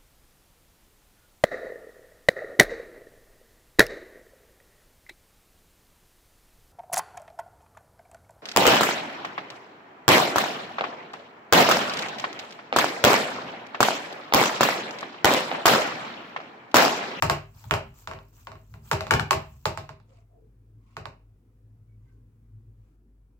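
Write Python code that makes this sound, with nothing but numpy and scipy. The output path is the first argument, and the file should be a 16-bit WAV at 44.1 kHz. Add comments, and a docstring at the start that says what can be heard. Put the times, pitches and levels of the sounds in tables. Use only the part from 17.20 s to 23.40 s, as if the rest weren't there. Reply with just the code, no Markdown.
"""Dough pressed in a rocking metal tray

A palm presses dough in a round tray whose rim knocks on a stone counter in a small tiled kitchen.
Each knock is a pressure dip ringing rim and tray modes plus a noisy crack, with reverb and a bass thud.
Grainy noise makes palm and fingers, resonant noise makes creaks and groans.
Two hum tones waver over a dull noise wash; wash and microphone hiss drop at once near the end."""
import sys
import numpy as np
from scipy import signal
from scipy.io import wavfile
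from scipy.ndimage import uniform_filter1d

SR = 44100
rng = np.random.default_rng(int(sys.argv[2]) if len(sys.argv) > 2 else 0)


def undo_db(level):
    """Turn decibels back into plain size, where 20 dB means ten times bigger."""
    steps = np.asarray(level, float) / 20
    return 10 ** steps


def store_pcm(level_fs):
    """Save levels as 16-bit WAV."""
    pcm = np.round(np.clip(level_fs, -1, 1) * 32767).astype(np.int16)
    wavfile.write(sys.argv[1], SR, np.atleast_2d(pcm).T)


N = 273346

# Low modes of counter and room: f/Hz, relative level/dB, t60/s
BOOM_MODES = [(69.62, 2, 0.11), (85, -2.5, 0.34), (105, 1, .25), (128.3, 0, 0.15), (146.5, -5.5, 0.44),
              (169, -9, .25), (208, -11.5, 0.23), (219.4, -12, 0.17)]


def evened(x):
    """Scales to rms 1."""
    return x / np.sqrt(np.mean(x ** 2) + 1e-20)


def read(points, hz):
    """Interpolates a spectrum on a log-frequency axis."""
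    f, value = np.transpose(points)
    return np.interp(np.log(hz + 1), np.log(f + 1), value)


def curve(rows, column=1):
    """Interpolates one table column over the whole time."""
    rows = np.array(rows)
    return np.interp(np.arange(N) / SR, rows[:, 0], rows[:, column])


def noise(points, size=1024, patchy_db=0., length=N):
    """Two-channel noise with a given spectrum, drifting patches and likeness between ports."""
    # Port likeness: f/Hz, left-right correlation
    likeness = [(50, .99), (150, .98), (300, .9), (500, .55), (900, .3), (3000, .1)]
    frames, hz = 4 * length // size + 5, np.fft.rfftfreq(size, 1 / SR)
    a, b, c, d, patches = rng.standard_normal((frames, len(hz), 5)).T
    patches = uniform_filter1d(patches, size=8, axis=0)
    patches = evened(uniform_filter1d(patches, size=10, axis=1))
    same = np.clip(read(likeness, hz), -1, 1)[:, None]
    left = a + 1j * b
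    right = same * left + np.sqrt(1 - same ** 2) * (c + 1j * d)
    spectrum = np.array([left, right]) * undo_db(read(points, hz)[:, None] + patchy_db * patches)
    sound = signal.istft(spectrum, nperseg=size, noverlap=3 * size // 4)[1]
    return evened(sound[:, :length])


def resonate(x, hz, width_hz):
    """A resonance of gain 1 that follows hz: shift to 0 Hz, one-pole low-pass, shift back."""
    turn = np.exp(2j * np.pi * np.cumsum(hz * np.ones(N)) / SR)
    r = np.exp(-np.pi * width_hz / SR)
    return 2 * (turn * signal.lfilter([1 - r], [1, -r], x / turn)).real


def resonate_twice(x, hz, width_hz):
    """Two equal resonances in series, for steeper skirts."""
    return resonate(resonate(x, hz, width_hz), hz, width_hz)


def ring(modes, t):
    """Sum of exponentially dying sines with random phases."""
    hz, db, t60 = np.transpose(modes)[:, :, None]
    phase_turns = rng.random((len(modes), 1))
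    return (undo_db(db - 60 * t / t60) * np.sin(2 * np.pi * (hz * t + phase_turns))).sum(0)


def swell(top_s, length_s, db):
    """Gain of one stroke: builds up to its loudest moment, then lets go at about the same pace."""
    rise_share, power = 0.48, 1.1
    t = np.arange(N) / SR - top_s
    u = np.where(t < 0, -t / rise_share, t / (1 - rise_share)) / length_s
    return undo_db(db) * np.cos(np.pi / 2 * np.minimum(u, 1)).clip(0) ** power


def gated(strokes):
    """Gain from separate strokes, silent between them."""
    return sum(swell(*row) for row in strokes)


def background_gain():
    """Gain of the background noise, which drops at once."""
    drop_s, drop_db = 5.76, -2.5
    return undo_db(drop_db * (np.arange(N) / SR > drop_s))


def hum(hz, fuzz, width_hz):
    """A tone of slightly unsteady level with a little narrow noise around it."""
    waver_db = 0.03  # rms
    tone = np.sqrt(2) * np.sin(2 * np.pi * np.cumsum(hz * np.ones(N)) / SR)
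    waver = uniform_filter1d(rng.standard_normal(N), size=2000)
    waver = evened(uniform_filter1d(waver, size=2000))
    haze = evened(resonate_twice(rng.standard_normal(N), hz, width_hz))
    return undo_db(waver_db * waver) * (tone + fuzz * haze)


def rumble():
    """Two wavering hum tones with a duller noise wash around them."""
    # Hum before panning: t/s, lower tone level/dB, upper tone level/dB
    hum_levels = [(0, -55, -57), (2.7, -61.5, -66.5), (3.3, -59, -56.5), (4.2, -60, -64.5),
                  (4.62, -61, -54), (5.0, -57.5, -56), (5.17, -61, -66), (5.3, -57, -52), (5.62, -53, -52),
                  (5.71, -62, -74), (6.2, -58.5, -70.5)]
    # Upper tone pitch: t/s, f/Hz
    upper_pitch = [(0, 103.9), (4.4, 108), (6.2, 109.3)]
    # Wash spectrum: f/Hz, relative density/dB
    wash_spectrum = [(18, -29), (30, -5), (54, -24), (76, -20.5), (108, -17.5), (184, -26.5), (238, -20.5),
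                     (287, -25.5), (447, -32), (491, -33), (579, -43.5), (2500, -55), (3250, -92),
                     (5500, -120)]
    lower = undo_db(curve(hum_levels)) * hum(49., fuzz=0.36, width_hz=5.9)
    upper = undo_db(curve(hum_levels, column=2)) * hum(curve(upper_pitch), fuzz=0.8, width_hz=19.0)
    wash = undo_db(-63) * background_gain() * noise(wash_spectrum, size=2048, patchy_db=2.5)
    return (lower + upper) * undo_db([[.6], [-.6]]) + wash


def creak():
    """Faint creaks and squeaks: friction noise in narrow resonances."""
    # Creaks: loudest t/s, length/s, level/dB, f/Hz
    creaks = [(2.917, 0.1, -63.5, 507), (2.956, 0.21, -68.5, 676), (3.155, 0.15, -65, 672),
              (3.212, 0.22, -63.5, 439), (3.687, 0.23, -77, 1060), (4.72, .1, -82.5, 2248),
              (4.895, .1, -80, 2063), (4.908, 0.12, -81, 1550)]
    drive = rng.standard_normal((2, N))
    return sum(swell(s, length_s, db) * evened(resonate_twice(drive, hz, 90.))
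               for s, length_s, db, hz in creaks)


def lean():
    """Palm leaning on the tray: a low groan of noise through the counter and room modes."""
    # Leaning strokes: loudest t/s, length/s, level/dB
    leans = [(.354, 0.11, -52.5), (.475, 0.057, -42.5), (.68, 0.16, -43.5), (1.2, 0.056, -51.5),
             (1.57, 0.19, -44), (1.7, 0.21, -49.5), (2.27, 0.4, -48.5)]
    drive = rng.standard_normal(N)
    groan = sum(undo_db(db) * resonate(resonate(drive, hz, 2.1), hz, 26.0) for hz, db, _ in BOOM_MODES)
    return gated(leans) * evened(groan)


def rustle(pressure, colour):
    """Skin dragging over a surface: hiss roughened by small grains."""
    grains = undo_db(1.8 * rng.exponential(1, N // 64 + 1)).repeat(64)[:N]
    grains = uniform_filter1d(grains, size=64)
    return pressure * evened(noise(colour, size=256, patchy_db=2.5) * grains)


def fingers():
    """Fingers along the rim: separate strokes of rustle."""
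    # Finger strokes: loudest t/s, length/s, level/dB
    finger_strokes = [(2.95, 0.21, -69), (3.74, 0.29, -71.5), (4.9, 0.26, -82), (5.66, 0.22, -83)]
    # Skin-on-rim spectrum: f/Hz, relative density/dB
    skin_spectrum = [(410, -24), (700, -12), (854, -19), (1050, 0.5), (1700, -19), (2050, -9),
                     (2800, -10.5), (3300, -17.5), (7460, -18.5), (14500, -55), (16500, -44)]
    return rustle(gated(finger_strokes), skin_spectrum)


def palm():
    """Palm strokes over dough, above a faint steady contact that ends in a short fade."""
    # Palm strokes: loudest t/s, length/s, level/dB
    palm_strokes = [(.42, .2, -58), (.8, 0.14, -59), (1.2, .17, -63), (1.54, 0.09, -71), (1.69, 0.15, -57),
                    (2.34, 0.49, -73)]
    # Palm-on-dough spectrum: f/Hz, relative density/dB
    palm_spectrum = [(410, -33), (700, -4), (1080, 2), (2020, -11.5), (2490, -5.5), (3750, -10.5),
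                     (7560, -4.5), (9470, -18), (15000, -2.5), (15900, -10), (16500, -27)]
    rest_end_s, rest_db = 2.75, -71.5
    rest = undo_db(rest_db) * np.clip((rest_end_s - np.arange(N) / SR) * 10, 0, 1)
    return rustle(gated(palm_strokes) + rest, palm_spectrum)


def reverb(length):
    """Dense reflections, each band dying at its own speed, near mono in the bass."""
    # Room decay: f/Hz, t60/s
    room_decay = [(150, 0.19), (420, 0.27), (1100, 0.29), (2900, 0.32), (7700, 0.2), (15000, 0.15)]
    # Reverb spectrum: f/Hz, relative density/dB
    room_colour = [(150, 2), (270, 0), (400, 8), (650, 1.5), (900, -1.5), (1300, -7.5), (1900, -7.5),
                   (2800, 0.5), (4500, -2.5), (7000, -2), (10000, -0.5), (15000, 4)]
    hz, t, z = signal.stft(noise(room_colour, size=1024, length=length), SR, nperseg=256)
    z = z * undo_db(-60 * t / read(room_decay, hz)[:, None])
    tail = signal.istft(z, SR, nperseg=256)[1][:, :length]
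    tail = tail * np.clip(np.arange(length) / SR / 0.002, 0, 1)  # builds up over the first bounces
    return tail / np.linalg.norm(tail[0])


def spot(rim_modes, touch, t):
    """One contact point: ring of the rim, a lighter first touch, and the paths to both ports."""
    # Wall and counter echoes: delay/s, left/dB, right/dB
    echoes = [(.0043, -17, -19.5), (.0087, -18, -21.5), (.013, -17.5, -21.5)]
    body = np.zeros((2, 8192))
    body[:, 0] = .7  # the blow itself
    for hz, left_db, right_db, t60 in rim_modes:
        decay = undo_db(-60 * t[:8192] / t60) * np.cos(2 * np.pi * hz * t[:8192])
        body += undo_db([[left_db], [right_db]]) * decay / 10
    late = undo_db(-2.0) * reverb(len(t))
    for delay_s, left_db, right_db in echoes:
        late[:, round(delay_s * SR)] += undo_db([left_db, right_db])
    lead_s, touch_db = touch
    contacts = np.zeros(128)
    contacts[127] = 1
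    contacts[127 - round(lead_s * SR)] = -undo_db(touch_db)  # opposite sign
    return body, late, contacts


def tray(t):
    """Ring of the dough-laden tray; each blow shares its energy differently among the modes."""
    # Tray modes: f/Hz, relative level/dB, t60/s
    tray_modes = [(338.2, -1.5, 0.11), (395, -5.5, 0.21), (429, -2.5, 0.059), (531, 0, 0.054),
                  (636.2, 2, 0.093), (718, -7.5, 0.048), (920, -6.5, 0.016), (924, -5.5, 0.07),
                  (978, -3.5, 0.017), (1083, -4.5, 0.06), (1295.3, -9, 0.035), (1307.5, -4, 0.032),
                  (1464, -14.5, .05), (1626, -19, 0.05), (1740, -20, .05), (1880, -16.5, .04)]
    spread_db = 1.03
    modes = np.array(tray_modes)
    modes[:, 1] += spread_db * rng.standard_normal(len(modes))
    return undo_db(-28.5) * ring(modes, t) * (1 - np.exp(-t / 0.0022))


def crack_shape(db):
    """Minimum-phase click with the colour of metal on stone; harder blows are brighter."""
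    # Crack spectrum before brightening: f/Hz, relative level/dB
    crack_spectrum = [(880, 6), (1500, -31.5), (3350, -10), (5360, -12.5), (6490, -17), (7320, -12),
                      (9130, -25.5), (10300, -23.5), (15400, -25), (16500, -45.5)]
    brighter_per_db = 0.24  # dB per octave above 4 kHz, per dB of blow
    hz = abs(np.fft.fftfreq(2048, 1 / SR))
    colour_db = read([(200, -71.5)] + crack_spectrum, hz)
    colour_db = colour_db + brighter_per_db * db * np.log2(np.maximum(hz / 4000, 1))
    log_spectrum = np.conj(signal.hilbert(np.log(undo_db(colour_db) + 1e-5)))
    click = np.fft.ifft(np.exp(log_spectrum)).real[:512]
    return click / abs(click).max()


def thud(t):
    """Bass after a blow: counter and room modes plus diffuse noise, swelling in over about 20 ms."""
    # Diffuse thud spectrum: f/Hz, relative density/dB
    thud_spectrum = [(40, -12.5), (90, -2), (160, 0), (240, -7.5), (330, -8.5), (450, -24.5), (700, -70.5)]
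    bass = undo_db([[.7], [-.7]]) * ring(BOOM_MODES, t)
    bass += undo_db(-5.5 - 60 * t / 0.27) * noise(thud_spectrum, size=2048, length=len(t))
    return bass * (1 - np.exp(-(t / .02) ** 2))


def knocks():
    """A short pressure dip rings rim and tray, a crack rides on it; both fill the room; bass follows."""
    # Rim on stone: t/s, level/dB, direct left-right/dB, thud re blow/dB, crack re blow/dB
    blows = [(0.0243, -5.5, 1.5, -16.5, -0.5), (0.0988, -6, -0.5, -19.5, -0.5), (0.112, -18, 6, -17, -5),
             (0.4418, -42, 11.5, -9, 2.5), (0.4977, -43, -4, -19.5, -6.5),
             (0.5106, -5.5, -6.5, -16.5, -7.5), (0.539, -11, -2.5, -27.5, -2.5),
             (0.8744, -21.5, -2, -15, -3), (0.9133, -24, 2.5, -36, -9), (0.9357, -29, -7, -11.5, -6.5),
             (0.989, -38.5, 2, -33.5, -5.5), (1.2713, -27, 2, -18, -5.5), (1.318, -32.5, 0, -11, -5),
             (1.3555, -40.5, 1, -31, -10), (1.5406, -37, 6.5, -15.5, -6), (1.7145, -7.5, -5, -16, -0.5),
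             (1.7322, -15.5, 4.5, -19, -1.5), (1.8081, -18.5, 1, -14.5, -1.5),
             (1.8686, -25, -0.5, -9, -1.5), (1.9098, -7, 3, -12, 1), (1.9223, -21.5, 1.5, -23, -9.5),
             (1.9385, -11, 5.5, -11, 1), (1.9972, -16.5, 8.5, -10, 1), (2.1092, -5, -1.5, -25, 0.5),
             (2.1314, -14.5, 11.5, -10.5, -3.5), (2.456, -11, -0.5, -16.5, 1.5),
             (2.5749, -21, -5.5, -15, -1), (2.6919, -29, -4, -13, -4), (2.8011, -51, -7, -8, -2),
             (3.7683, -22.5, -1, -15, -4.5), (3.856, -26, -10, -14.5, -4.5)]
    # Rim ring at near and far contact: f/Hz, relative left/dB, relative right/dB, t60/s
    rim_rings = [
        [(1040, -4, -1, 0.012), (1247, -7.5, -9.5, 0.0058)],
        [(1360, 4.5, 3.5, 0.017), (810, -9, -10, 0.027)],
    ]
    # Lighter contact before the blow, near and far: lead/s, level re blow/dB
    first_touches = [(.0004, -20), (.0015, -4)]
    far_from_s, far_until_s = 1.89, 2.05  # the tray tips the other way
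    blow_ms, rebound_ms, rebound_within_s = 0.12, 0.11, .025  # half widths; gap of a quick rebound
    crack_room_db = -1.5  # crack sent into the room, re direct crack
    onset = 160  # samples from segment start to the blow
    length = SR * 3 // 5
    out, t = np.zeros((2, N + length)), np.arange(length) / SR
    spots = [spot(modes, touch, t) for modes, touch in zip(rim_rings, first_touches)]
    gaps_s = np.diff(np.array(blows)[:, 0], prepend=-1)
    for (s, db, pan_db, thud_db, crack_db), gap_s in zip(blows, gaps_s):
        body, late, contacts = spots[int(far_from_s < s < far_until_s)]
        half_width_ms = rebound_ms if gap_s < rebound_within_s else blow_ms
        u = (np.arange(64) - 32) / SR * 1000 / half_width_ms
        dip = np.convolve((u ** 2 - 1) * np.exp(-u ** 2 / 2), contacts)
        ringing = signal.fftconvolve(body + tray(t[:8192]), dip[None], axes=1)

        click = crack_shape(db)
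        grit_shape = signal.windows.exponential(256, onset, .0005 * SR, sym=False)
        grit = rng.standard_normal((2, 256)) * grit_shape
        grit = grit / np.linalg.norm(grit, axis=1, keepdims=True)
        direct, sent = ringing.copy(), ringing.copy()
        direct[:, :767] += undo_db(crack_db) * signal.fftconvolve(grit, click[None], axes=1)
        sent[:, onset:onset + 512] += undo_db(crack_db + crack_room_db) * click

        paths = late + undo_db(1.5) * reverb(length)  # no two blows land quite alike
        sound = signal.fftconvolve(paths, sent, axes=1)[:, :length]
        sound[:, :direct.shape[1]] += undo_db([[pan_db / 2], [-pan_db / 2]]) * direct
        sound += undo_db(thud_db) * thud(t)
        at = round(s * SR) - onset
        out[:, at:at + length] += undo_db(db) * sound
    return out[:, :N]


def scene():
    """All sources in the kitchen."""
    return rumble() + creak() + lean() + fingers() + palm() + knocks()


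def band_limit(x):
    """A steep low-pass at the top of the band."""
    return signal.sosfilt(signal.butter(12, 17000, fs=SR, output="sos"), x)


def record(dry):
    """Two ports a little apart (the right one lags), a bass cut, microphone hiss and overload."""
    # Microphone hiss spectrum: f/Hz, relative density/dB
    hiss_spectrum = [(350, -37.5), (600, -5), (1250, -5), (1580, -9.5), (2060, -15.5), (2650, -11.5),
                     (4120, -15.5), (15000, -15.5), (16500, -14.5)]
    lead_s, bass_cut_hz, hiss_db = .00014, 36., -82
    lag = round(lead_s * SR)
    x = np.array([dry[0], np.pad(dry[1], (lag, 0))[:N]])
    x = signal.sosfilt(signal.butter(4, bass_cut_hz, "high", fs=SR, output="sos"), x)
    x = x + undo_db(hiss_db) * background_gain() * noise(hiss_spectrum, size=1024)
    mix = np.clip(x, -.97, .97)
    return band_limit(mix)


dry = scene()
out = record(dry)
store_pcm(out)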